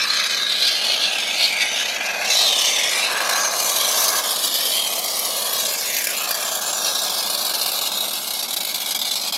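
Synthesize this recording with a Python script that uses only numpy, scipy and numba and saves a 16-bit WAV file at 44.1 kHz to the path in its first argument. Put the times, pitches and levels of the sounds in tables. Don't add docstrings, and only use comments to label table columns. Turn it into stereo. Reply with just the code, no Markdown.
import sys
import numpy as np
from scipy import signal
from scipy.fft import rfft, irfft
from scipy.io import wavfile
from scipy.ndimage import uniform_filter1d, minimum_filter1d, map_coordinates
from numba import njit

SR = 44100
rng = np.random.default_rng(int(sys.argv[2]) if len(sys.argv) > 2 else 0)


def master_out(mix):
    frames = np.transpose(np.atleast_2d(mix))
    ceiling = np.clip(frames, -1, 1)
    pcm = np.round(ceiling * 32767).astype(np.int16)
    wavfile.write(sys.argv[1], SR, pcm)


def invert_db(x):
    u = np.asarray(x, float) / 20
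    return 10 ** u


N = 413216


def in_time(rows):
    s, *columns = np.transpose(rows)
    return [np.interp(np.arange(N) / SR, s, column) for column in columns]


def rms_one(x):
    return x / np.sqrt(np.mean(x ** 2) + 1e-20)


def coloured(points, channels):
    hz = np.arange(N // 2 + 1) * SR / N + 1
    point_hz, point_db = np.transpose(points)
    gain = invert_db(np.interp(np.log(hz), np.log(point_hz), point_db))
    return hz, gain * rfft(rng.standard_normal((channels, N)))


def drift(rate):
    r = np.exp(-80 * np.pi * rate / SR)
    slow = signal.lfilter([1], [1, -2 * r, r * r], rng.standard_normal(N // 40 + 4002))
    slow = slow[4000:]
    return np.interp(np.arange(N) / 40, np.arange(len(slow)), rms_one(slow - slow.mean()))


def fade(clicks, seconds):
    return signal.lfilter([1], [1, -np.exp(-1 / (seconds * SR))], clicks + 1e-18)


def delayed(x, ms):
    return map_coordinates(x, [np.arange(N) - ms * SR / 1000], order=3, mode="mirror", prefilter=False)


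@njit
def moving_peak(x, hz, r, sr):
    y = np.zeros(len(x))
    for i in range(2, len(x)):
        drive = (1 - r * r) / 2 * (x[i] - x[i - 2])
        y[i] = drive + 2 * r * np.cos(2 * np.pi * hz[i] / sr) * y[i - 1] - r * r * y[i - 2]
    return y


def resonate(x, hz, lift_db, width_hz):
    centre_hz = np.zeros(N) + hz
    return x + (invert_db(lift_db) - 1) * moving_peak(x, centre_hz, np.exp(-np.pi * width_hz / SR), SR)


def workshop():
    # (frequency [Hz], level [dB])
    rumble_colour = [(12, -54), (20, -26), (54, -14.5), (119, -9.5), (208, 7.5), (400, -0.5), (550, -69),
                     (920, -120)]
    # (time [s], hum level [dB])
    motor_level = [
        (1.3, -100),
        (1.45, -60),
        (3.3, -64),
        (3.5, -100),
    ]
    hz, noise = coloured(rumble_colour, channels=2)
    side_share = 0.18 * np.clip(hz / 350, .3, 1)
    mid, side = irfft(noise * [np.ones(len(hz)), side_share], N)
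    hum_level = invert_db(in_time(motor_level)[0] + 0.59 * drift(4))
    motor_hz = 97.5 + 4.4 * drift(1.4)
    hum = hum_level * np.sin(2 * np.pi * np.cumsum(motor_hz) / SR)
    return invert_db(-44.5) * rms_one(mid + side * [[1], [-1]]) + np.sqrt(2) * hum


def walls(x, port):
    # (first, second, third echo lag [ms])
    room_lags_ms = [(7.3, 11.9, 17.1), (8.9, 13.7, 19.3)]
    thin = signal.sosfilt(signal.butter(2, 1200, "high", fs=SR, output="sos"), x)
    return invert_db(-16) * sum(delayed(thin, ms) * (-1) ** k for k, ms in enumerate(room_lags_ms[port]))


def paths(x, direct_ms):
    out = delayed(x, direct_ms)
    bright = signal.sosfilt(signal.butter(4, 2500, "high", fs=SR, output="sos"), x)
    for mean_ms in (.35, .62, 1.1, 2.3, 3.4, 5.2):
        lag_ms = direct_ms + mean_ms * (1 + 0.1227 * drift(0.898))
        out += 0.5 * rng.choice([-1, 1]) * delayed(bright, lag_ms)
    return out


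def can_shade(x):
    # (time [s], centre [Hz], lift [dB])
    left_shade = [(0, 684, -16), (.5, 840, -8), (.9, 1080, 6), (1.2, 1300, 1), (2.5, 900, 3),
                  (2.8, 910, 0.5), (3.1, 1450, -1), (3.4, 1300, 2), (4.0, 900, 0.5), (4.35, 905, 3),
                  (4.7, 1000, -1), (5.5, 1000, 3), (5.75, 970, -10), (6.1, 735, -2.5), (6.3, 900, 1.5),
                  (6.6, 920, -1.5), (7.8, 1020, 1.5), (8.2, 1020, 1), (9.37, 1050, 0)]
    return resonate(x, *in_time(left_shade), width_hz=390)


def housing(left, right):
    # (time [s], centre [Hz], lift [dB])
    port_null = [(0, 1830, -8), (4.3, 1850, -7), (4.42, 2050, -22), (4.63, 2160, -20), (4.75, 1800, -12),
                 (5.35, 1820, -10), (5.55, 2200, -24), (5.7, 1850, -4), (6.4, 2000, -10), (6.55, 1940, -26),
                 (7.3, 1930, -26), (8.1, 1800, -18), (9.37, 1810, -12)]
    shared, apart = (left + right) / 2, (left - right) / 2
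    shared = resonate(shared, *in_time(port_null), width_hz=280)
    case_hz, case_width_hz = 2244, 590
    shared = resonate(shared, case_hz, 2, case_width_hz)
    apart = resonate(apart, case_hz, -3, case_width_hz)
    return np.array([shared + apart, shared - apart])


def surges():
    # (time [s], lift [dB], half length [s])
    gas_surges = [(0.282, 1.5, 0.18), (0.46, -2.5, 0.08), (0.658, 5, 0.066), (0.91, 1, 0.061),
                  (1.043, -1.5, 0.027), (1.194, -2, 0.68), (1.437, 7, 0.041), (1.61, 4, 0.024),
                  (1.803, 3, 0.017), (1.998, -5.5, 0.035), (2.057, 2.5, 0.019), (2.373, 4.5, 0.085),
                  (2.65, 3.5, 0.043), (2.847, -3.5, 0.17), (3.107, -2.5, 0.071), (3.42, 1.5, 0.16),
                  (3.496, -3.5, 0.049), (3.723, 1, 0.032), (4.031, 2.5, 0.079), (4.195, -1.5, 0.026),
                  (4.588, 2, 0.12), (4.91, -2.5, 0.034), (5.08, 0, 0.13), (5.59, 1.5, 0.11),
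                  (6.01, 0.5, 0.093), (6.668, -1, 0.025), (6.96, 0, 0.12), (7.235, 3, 0.67), (7.7, 1, 0.22),
                  (9.37, -14, 0.0062)]
    s, lift_db, half_s = np.transpose(gas_surges)
    coarse = np.arange(0, N + 100, 100) / SR
    bells = np.exp(-((coarse[:, None] - s) / half_s) ** 2)
    return np.interp(np.arange(N) / SR, coarse, bells @ lift_db)


def sputter(hiss_db):
    # (time [s], peak [dB], depth of the choke before it [dB])
    foam_slugs = [(0.132, -19, 2), (0.199, -5, -5), (0.2957, -15, 2), (0.3444, -7, -8), (0.4324, -5, -1),
                  (0.4658, -13, -3), (0.494, 0, 4), (0.5192, -12, -2), (0.622, -5, -3), (0.6679, -2, 1),
                  (0.814, -22, 4), (0.839, -8, 5), (0.8955, -20, 0), (1.037, -4, 0), (1.151, -19, 8),
                  (1.1842, -17, 3), (1.3423, -8, -1), (1.4082, -5, -6), (1.5988, -18, 1),
                  (1.7594, -12, 1), (1.7978, -8, 0), (2.0283, -9, -4), (2.129, -23, 6), (2.2124, -18, -1),
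                  (2.2443, -10, 2), (2.3012, 1, -2), (2.3506, -11, 0), (2.413, -2, 2), (2.5262, -10, 2),
                  (2.5865, -12, -3), (2.6569, -5, -3), (2.834, -8, 4), (2.9786, 1.5, -7), (3.018, -20, 4),
                  (3.1113, -8, -3), (3.204, -4, 4), (3.291, 0, 4), (3.3543, -15, 3), (3.3907, -13, 1),
                  (3.4521, -8, -3), (3.5304, -3, -4), (3.694, 2, -1), (3.8, -15, 2), (3.9689, -14, -2),
                  (4.0387, -3, -5), (4.082, -4, -7), (4.2383, -13, 4), (4.308, -5, -6), (4.3371, -13, -3),
                  (4.5391, -15, 4), (4.6015, -10, -2), (4.6528, -9, -4), (4.696, -10, -1), (4.9552, -12, 2),
                  (5.0799, -12, 2), (5.1662, -10, -2), (5.192, 5.5, -2), (5.494, 2, -2), (5.53, -7, 3),
                  (5.6521, -14, 2), (5.683, -15.5, 2), (5.966, -2, 4), (6.0412, -7, 3), (6.069, -6, 7),
                  (6.102, -8, 2), (6.167, -9, -1), (6.2742, -10, 3), (6.3086, -11, 5), (6.343, -4, 12),
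                  (6.516, -18, 7), (6.553, -9, -5), (6.6114, -22, 8), (6.729, -7, 9.5), (6.8154, -8, 3),
                  (6.9496, -16, 3), (7.0177, 0, 6), (7.0954, -15, 4), (7.147, -7, -2), (7.1821, -8, 1),
                  (7.226, 0, 4), (7.262, -9, -8), (7.299, -6, 4), (7.3477, -9, 2), (7.3742, -17, 6),
                  (7.448, -12, 6), (7.494, -4, 6), (7.537, -10, 12), (7.583, -20, 3), (7.6131, -16, 6),
                  (7.6595, -10, 9), (7.7172, -13, 8)]
    # (time [s], peak [dB], choke depth [dB])
    late_gasps = [(7.7889, -4, -2), (7.8123, -4, 11), (7.8587, -13, 4), (7.918, -4, 9), (7.973, 0, 4),
                  (8.0063, -4, 8), (8.0817, -19, 4), (8.108, -15, 7), (8.132, -13, 5), (8.153, -18, 6),
                  (8.2723, -22, 5), (8.307, -12, 5), (8.3361, -5, 5), (8.3905, -11, 5), (8.4104, -12, 2),
                  (8.426, -11, 16), (8.4653, -22, 10), (8.481, -22, 15), (8.508, -10, 7), (8.5277, -20, 12),
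                  (8.562, -6, 25), (8.604, -18, 16), (8.6324, -15, 6), (8.649, -7, 12), (8.669, -9, 9),
                  (8.7437, -17, 8), (8.8011, -10, 5), (8.817, -2, -8), (8.86, -9, 10), (8.8879, -24, 2),
                  (8.908, -10, 10), (8.9472, -17, 19), (8.99, -8, 17), (9.015, -10, 10), (9.048, -16, 7),
                  (9.1106, -5, 11), (9.138, -6, 2), (9.1562, -13, 11), (9.197, -11, 4), (9.213, -15, 6),
                  (9.2356, -18, 4), (9.273, -18, 2), (9.323, -9, 32)]
    s, peak_db, choke_db = np.transpose(foam_slugs + late_gasps)
    emptying, chance = np.linspace(0.87, 1, N), rng.random((3, N))
    small = (chance[0] < 82 / SR) * emptying
    burst = small * 1.5 * (.5 + chance[1])
    choke = small * 0.5 * (.5 + chance[2])
    at = np.minimum((s * SR).astype(int), N - 1)
    crest_db, loudest_burst_db = 4.5, 8.5
    burst[at] = np.clip(peak_db - hiss_db[at] - crest_db, 0, loudest_burst_db)
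    choke[at] = np.maximum(choke_db, 0)
    choke_s = .0042
    sag = fade(fade(choke[::-1], choke_s), choke_s)[::-1] * np.e / (choke_s * SR)
    flow = uniform_filter1d(fade(burst, 0.0044) - sag, size=190)
    flow = flow + .4 * uniform_filter1d(fade(burst, .001), size=45)
    flow = flow + 0.69 * drift(13) + 0.5 * emptying * drift(78) + 2.3 * drift(380)
    return flow - uniform_filter1d(flow, size=9000)


def cavities(x, buried, wall, surge_db):
    # (centre [Hz], lift far from wall [dB], lift near [dB], more when buried [dB], width [Hz])
    tray_rings = [
        (650, 3, 13.5, 2.5, 350),
        (1120, 4, 7.5, -7, 202),
        (1625, -10.5, 15, 7.5, 76),
    ]
    # (time [s], centre [Hz], lift [dB])
    foam_bounce = [(0, 650, -1.5), (.45, 855, -9.5), (.8, 930, -13), (1.4, 1120, -12), (1.8, 1070, -11.5),
                   (2.2, 1200, -15), (2.45, 1450, -13), (2.75, 1470, -12), (3.0, 950, 1), (4.3, 885, 1),
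                   (4.6, 1210, -3), (5.0, 1450, -11), (5.6, 1370, -5), (6.15, 790, 1), (6.25, 2010, 2),
                   (6.55, 1820, -2.5), (7.1, 1700, -7.5), (8.1, 1810, 3), (9.37, 1830, 6)]
    # (time [s], centre [Hz], lift [dB])
    can_shadow = [(0, 2700, -15), (.6, 2870, -1), (.85, 2970, 7), (1.05, 3200, 10), (1.2, 2310, 8.5),
                  (1.4, 2320, 8.5), (1.65, 2120, 12), (1.8, 2220, 1), (2.1, 2600, 9), (2.5, 1980, -7),
                  (2.95, 2060, 11.5), (3.4, 2740, -5.5), (4.45, 2240, -8), (4.8, 3020, 9.5),
                  (5.4, 2300, -31), (5.9, 1890, 14), (6.08, 1600, 12.5), (6.27, 1190, 3.5),
                  (6.4, 2320, 7.5), (6.75, 3060, -11), (7.15, 2770, -16), (7.6, 2550, 0), (8.3, 2380, -14),
                  (9.37, 2650, -11)]
    # (time [s], centre [Hz], lift [dB])
    foam_pocket = [(0, 4100, 8.5), (.75, 4530, 5.5), (1.05, 3930, 1), (1.3, 4040, -5), (1.44, 4170, 1.5),
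                   (1.6, 3700, -2), (1.8, 3700, 3), (2.2, 4470, 1.5), (2.5, 3780, 6), (2.85, 3170, 7),
                   (3.05, 3100, -4), (3.15, 6540, 4.5), (4.2, 5800, 9), (4.45, 3960, -1.5),
                   (5.2, 4770, 3.5), (5.7, 4160, 1), (5.95, 6750, 6.5), (6.749, 6460, 3.5),
                   (7.0, 4530, -0.5), (7.9, 3780, -3), (8.6, 4170, -2), (9.37, 4150, 2)]
    widths_hz = [670, 280, 930]
    for hz, far_db, near_db, sunk_db, width_hz in tray_rings:
        x = resonate(x, hz, far_db + (near_db - far_db) * wall + sunk_db * buried, width_hz)
    x = resonate(x, *in_time(foam_bounce), widths_hz[0])
    x = resonate(x, *in_time(can_shadow), widths_hz[1])
    pocket_hz, pocket_db = in_time(foam_pocket)
    return resonate(x, pocket_hz, pocket_db + surge_db, widths_hz[2])


def passing(x):
    # (time [s], centre [Hz],
    # lift [dB], half length [s])
    passing_tints = [(0.01, 1250, 8, 0.11), (0.01, 2630, 13, 0.043), (0.01, 5400, 11, 0.041),
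                     (0.222, 6290, 6, 0.14), (0.493, 3700, 7, 0.18), (0.594, 1980, 8, 0.21),
                     (1.05, 4260, 14, 0.037), (1.174, 6460, 10, 0.38), (1.402, 4300, 4.5, 0.11),
                     (1.7, 3730, 9, 0.17), (1.72, 6290, 9, 0.2), (1.78, 2900, 3, 0.15), (2.264, 4040, 2.5, 0.15),
                     (2.314, 6450, 9, 0.044), (2.505, 3200, 8, 0.068), (2.79, 1900, 7, 0.18),
                     (2.803, 3580, 11, 0.1), (2.86, 6130, 6, 0.3), (2.91, 6840, 2, 0.056),
                     (3.046, 2750, 12, 0.046), (3.053, 3920, 13, 0.063), (3.275, 4000, 8, 0.13),
                     (3.463, 5000, 5, 0.25), (3.46, 6100, 15.5, 0.071), (3.65, 4030, 6, 0.24),
                     (3.812, 3340, 8.5, 0.059), (3.85, 3220, 3, 0.22), (3.868, 4520, 3.5, 0.14),
                     (4.24, 6840, 5, 0.25), (4.606, 4720, 7.5, 0.13), (4.719, 3230, 3.5, 0.3),
                     (5.2, 5840, 6, 0.069), (5.37, 3220, 5, 0.15), (5.715, 6670, 5.5, 0.41),
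                     (5.722, 7300, 11, 0.16), (5.82, 3860, -13, 0.13), (6.223, 2630, 11, 0.089),
                     (6.332, 4720, 14.5, 0.033), (6.764, 7300, 11.5, 0.51), (6.93, 5780, 11, 0.21),
                     (7.022, 3700, 8, 0.19), (7.197, 5100, 6.5, 0.14), (7.71, 4100, -2, 0.11),
                     (7.94, 2900, 5.5, 0.2), (7.972, 3830, 7, 0.12), (8.36, 5430, 4, 0.07), (8.37, 4700, 6, 0.13),
                     (8.56, 4160, -7, 0.045), (9.07, 3530, 7.5, 0.073), (9.36, 3580, -3, 0.093),
                     (0.19, 3300, -7, 0.39), (0.19, 3750, -12, 0.093), (0.7, 3780, -12, 0.1),
               (0.914, 1580, -8, 0.13), (1.11, 5740, -8, 0.076), (1.59, 5000, -8, 0.2),
               (1.51, 1630, -7, 0.25), (1.55, 2780, -12, 0.12), (1.86, 4100, -15, 0.27),
               (2.1, 2840, -4.5, 0.084), (2.26, 5030, -8, 0.2), (2.325, 3330, -11, 0.24),
               (2.413, 6040, -10, 0.064), (2.68, 3960, -12, 0.19), (2.89, 4680, -1.5, 0.37),
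               (3.47, 3040, -17, 0.049), (3.62, 5800, -5, 0.17), (3.65, 5400, -9, 0.16),
               (3.84, 6800, -4, 0.062), (4.05, 3360, -11, 0.088), (4.42, 2780, -11, 0.15),
               (4.45, 5700, -11, 0.22), (5.06, 6040, -11, 0.14), (5.12, 3620, -3, 0.27),
               (5.2, 7450, -13, 0.16), (5.57, 3160, -10, 0.12), (5.894, 3100, -21, 0.11),
               (5.9, 4860, -14, 0.084), (6.17, 1570, -15, 0.18), (8.0, 4400, -6, 0.13),
               (8.38, 3150, -15, 0.88), (8.93, 4200, -4, 0.057), (9.17, 4540, -1, 0.14),
               (9.21, 7240, -10, 0.2), (9.36, 1810, -5, 0.23), (9.36, 4220, -1, 0.1)]
    out, r = x.copy(), np.exp(-np.pi * 260 / SR)
    for s, hz, lift_db, half_s in passing_tints:
        start, stop = max(int((s - 2 * half_s) * SR), 0), min(int((s + 2 * half_s) * SR), N)
        i = np.arange(start, stop)
        poles = [1, -2 * r * np.cos(2 * np.pi * hz / SR), r * r]
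        ring = signal.lfilter([(1 - r * r) / 2, 0, (r * r - 1) / 2], poles, out[i])
        bell = np.exp(-((i / SR - s) / half_s) ** 2)
        out[i] += (invert_db(lift_db * bell) - 1) * ring
    return out


def jet():
    # (time [s], flow [dB], tip buried in foam [0-1], tip near the tray wall [0-1])
    jet_moves = [(0, -37, 0.6, 0.62), (.9, -35, 0.87, 0.64), (1.9, -35.5, 0.67, 0.69), (2.22, -36, 0.39, 1),
                 (2.3, -33, 0.95, 0.54), (2.95, -22.5, 0.48, 0.26), (3.15, -29, 0.22, 0.94),
                 (3.45, -29, 0.28, 0.88), (3.6, -22, 0.14, 0.43), (4.15, -27, 0.03, 0.86),
                 (4.45, -23, 0.17, 0.17), (5.0, -24, 0.1, 0.49), (5.8, -27.5, 0.09, 0.62),
                 (6.2, -32, 0.04, 0.88), (6.9, -31.5, 0.12, 0.91), (8.05, -27.5, 0.15, 0.54),
                 (8.25, -29.5, 0.14, 0.42), (9.37, -28.5, 0.23, 0.24)]
    # (frequency [Hz], level per Hz [dB])
    jet_colour = [(180, -41), (300, -12.5), (637, -8.5), (1500, -8), (4140, -3.5), (8350, -7), (11900, 4),
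                  (16000, -5.5)]
    band_edges_hz = [1400, 3000, 8000]
    band_db = [-39.5, -39, -24.5, -19]
    flow_share = [0.86, 0.082, 1.0, 0.4]
    buried_db = [6.5, 15.5, 10, -64]
    wall_db = [4.1, 7.6, 0.1, 0.1]
    surge_share = [.1, .2, 1.01, 1.2]
    sputter_share = [0.45, .7, 1.016, 1.2]
    flow_db, buried, wall = in_time(jet_moves)
    surge_db = surges()
    mean_flow_db = -26
    levels_db = []
    for k in range(4):
        level_db = band_db[k] + flow_share[k] * (flow_db - mean_flow_db)
        level_db = level_db + buried_db[k] * buried + wall_db[k] * wall
        levels_db.append(level_db + surge_share[k] * surge_db)
    sputter_db = sputter(levels_db[2])
    hz, noise = coloured(jet_colour, channels=1)
    below = [0] + [1 / (1 + (hz / edge) ** 4) for edge in band_edges_hz] + [1]
    out = 0
    for low, high, level_db, share in zip(below, below[1:], levels_db, sputter_share):
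        band = rms_one(irfft(noise[0] * (high - low), N))
        out = out + band * invert_db(level_db + share * (sputter_db + 1.45 * drift(57)))
    return cavities(out, buried, wall, surge_db)


def scene():
    # (time [s], left port lag [ms], tray echo lag [ms], echo strength [1], left minus right [dB])
    tip_paths = [(0, -0.15, 1.7, 0.24, 2.5), (.3, 0.13, 1.53, 0.32, 2), (.55, 0.24, 2, 0.082, 1.5),
                 (1.0, 0.2, 1.78, 0.16, 0), (1.5, 0.24, 1.3, 0.2, 2.5), (1.8, 0.17, 1.55, 0.26, 1),
                 (2.3, 0.15, 1.47, 0.48, 0), (2.75, 0.14, 1.72, 0.17, 0.1), (3.0, 0.11, 1.66, 0.16, 0.6),
                 (4.3, 0.1, 1.78, 0.28, 0), (4.5, 0.065, 1.7, 0.25, 0), (5.0, 0.13, 1.45, 0.22, 1),
                 (5.5, 0.1, 1.77, 0.49, 0), (5.75, -0.1, 1.82, 0.32, 1.5), (5.92, -0.318, 1.9, 0.22, 1),
                 (6.1, -0.414, 2, 0.13, 3), (6.23, -0.23, 1.6, 0.19, -0.3), (6.5, -0.2, 1.5, 0.22, 0.5),
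                 (7.5, -0.22, 1.45, 0.068, 0.5), (8.3, -0.26, 1.29, 0.22, 2.5),
                 (9.37, -0.25, 1.18, 0.27, 2.5)]
    lag_ms, tray_ms, echo, pan_db = in_time(tip_paths)
    hiss = passing(jet())
    dull = signal.lfilter([.4], [1, -.6], hiss)
    hiss = hiss + echo * delayed(dull, tray_ms)
    shaded = can_shade(hiss)
    left = (paths(shaded, lag_ms / 2) + walls(shaded, port=0)) * invert_db(pan_db / 2)
    right = (paths(hiss, -lag_ms / 2) + walls(hiss, port=1)) * invert_db(-pan_db / 2)
    return housing(left, right) + workshop()


def roll_off(x):
    return signal.sosfilt(signal.butter(12, 16600, fs=SR, output="sos"), x)


def record(dry):
    heard = signal.sosfilt(signal.butter(2, 30, "high", fs=SR, output="sos"), dry)
    heard = heard * 0.6
    limit = .8
    peak = -minimum_filter1d(-np.abs(heard).max(axis=0), size=301)
    heard = heard * uniform_filter1d(limit / np.maximum(peak, limit), size=151)
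    heard = signal.sosfilt(signal.cheby2(20, 60, 16150, fs=SR, output="sos"), heard)
    return roll_off(heard)


dry = scene()
out = record(dry)
master_out(out)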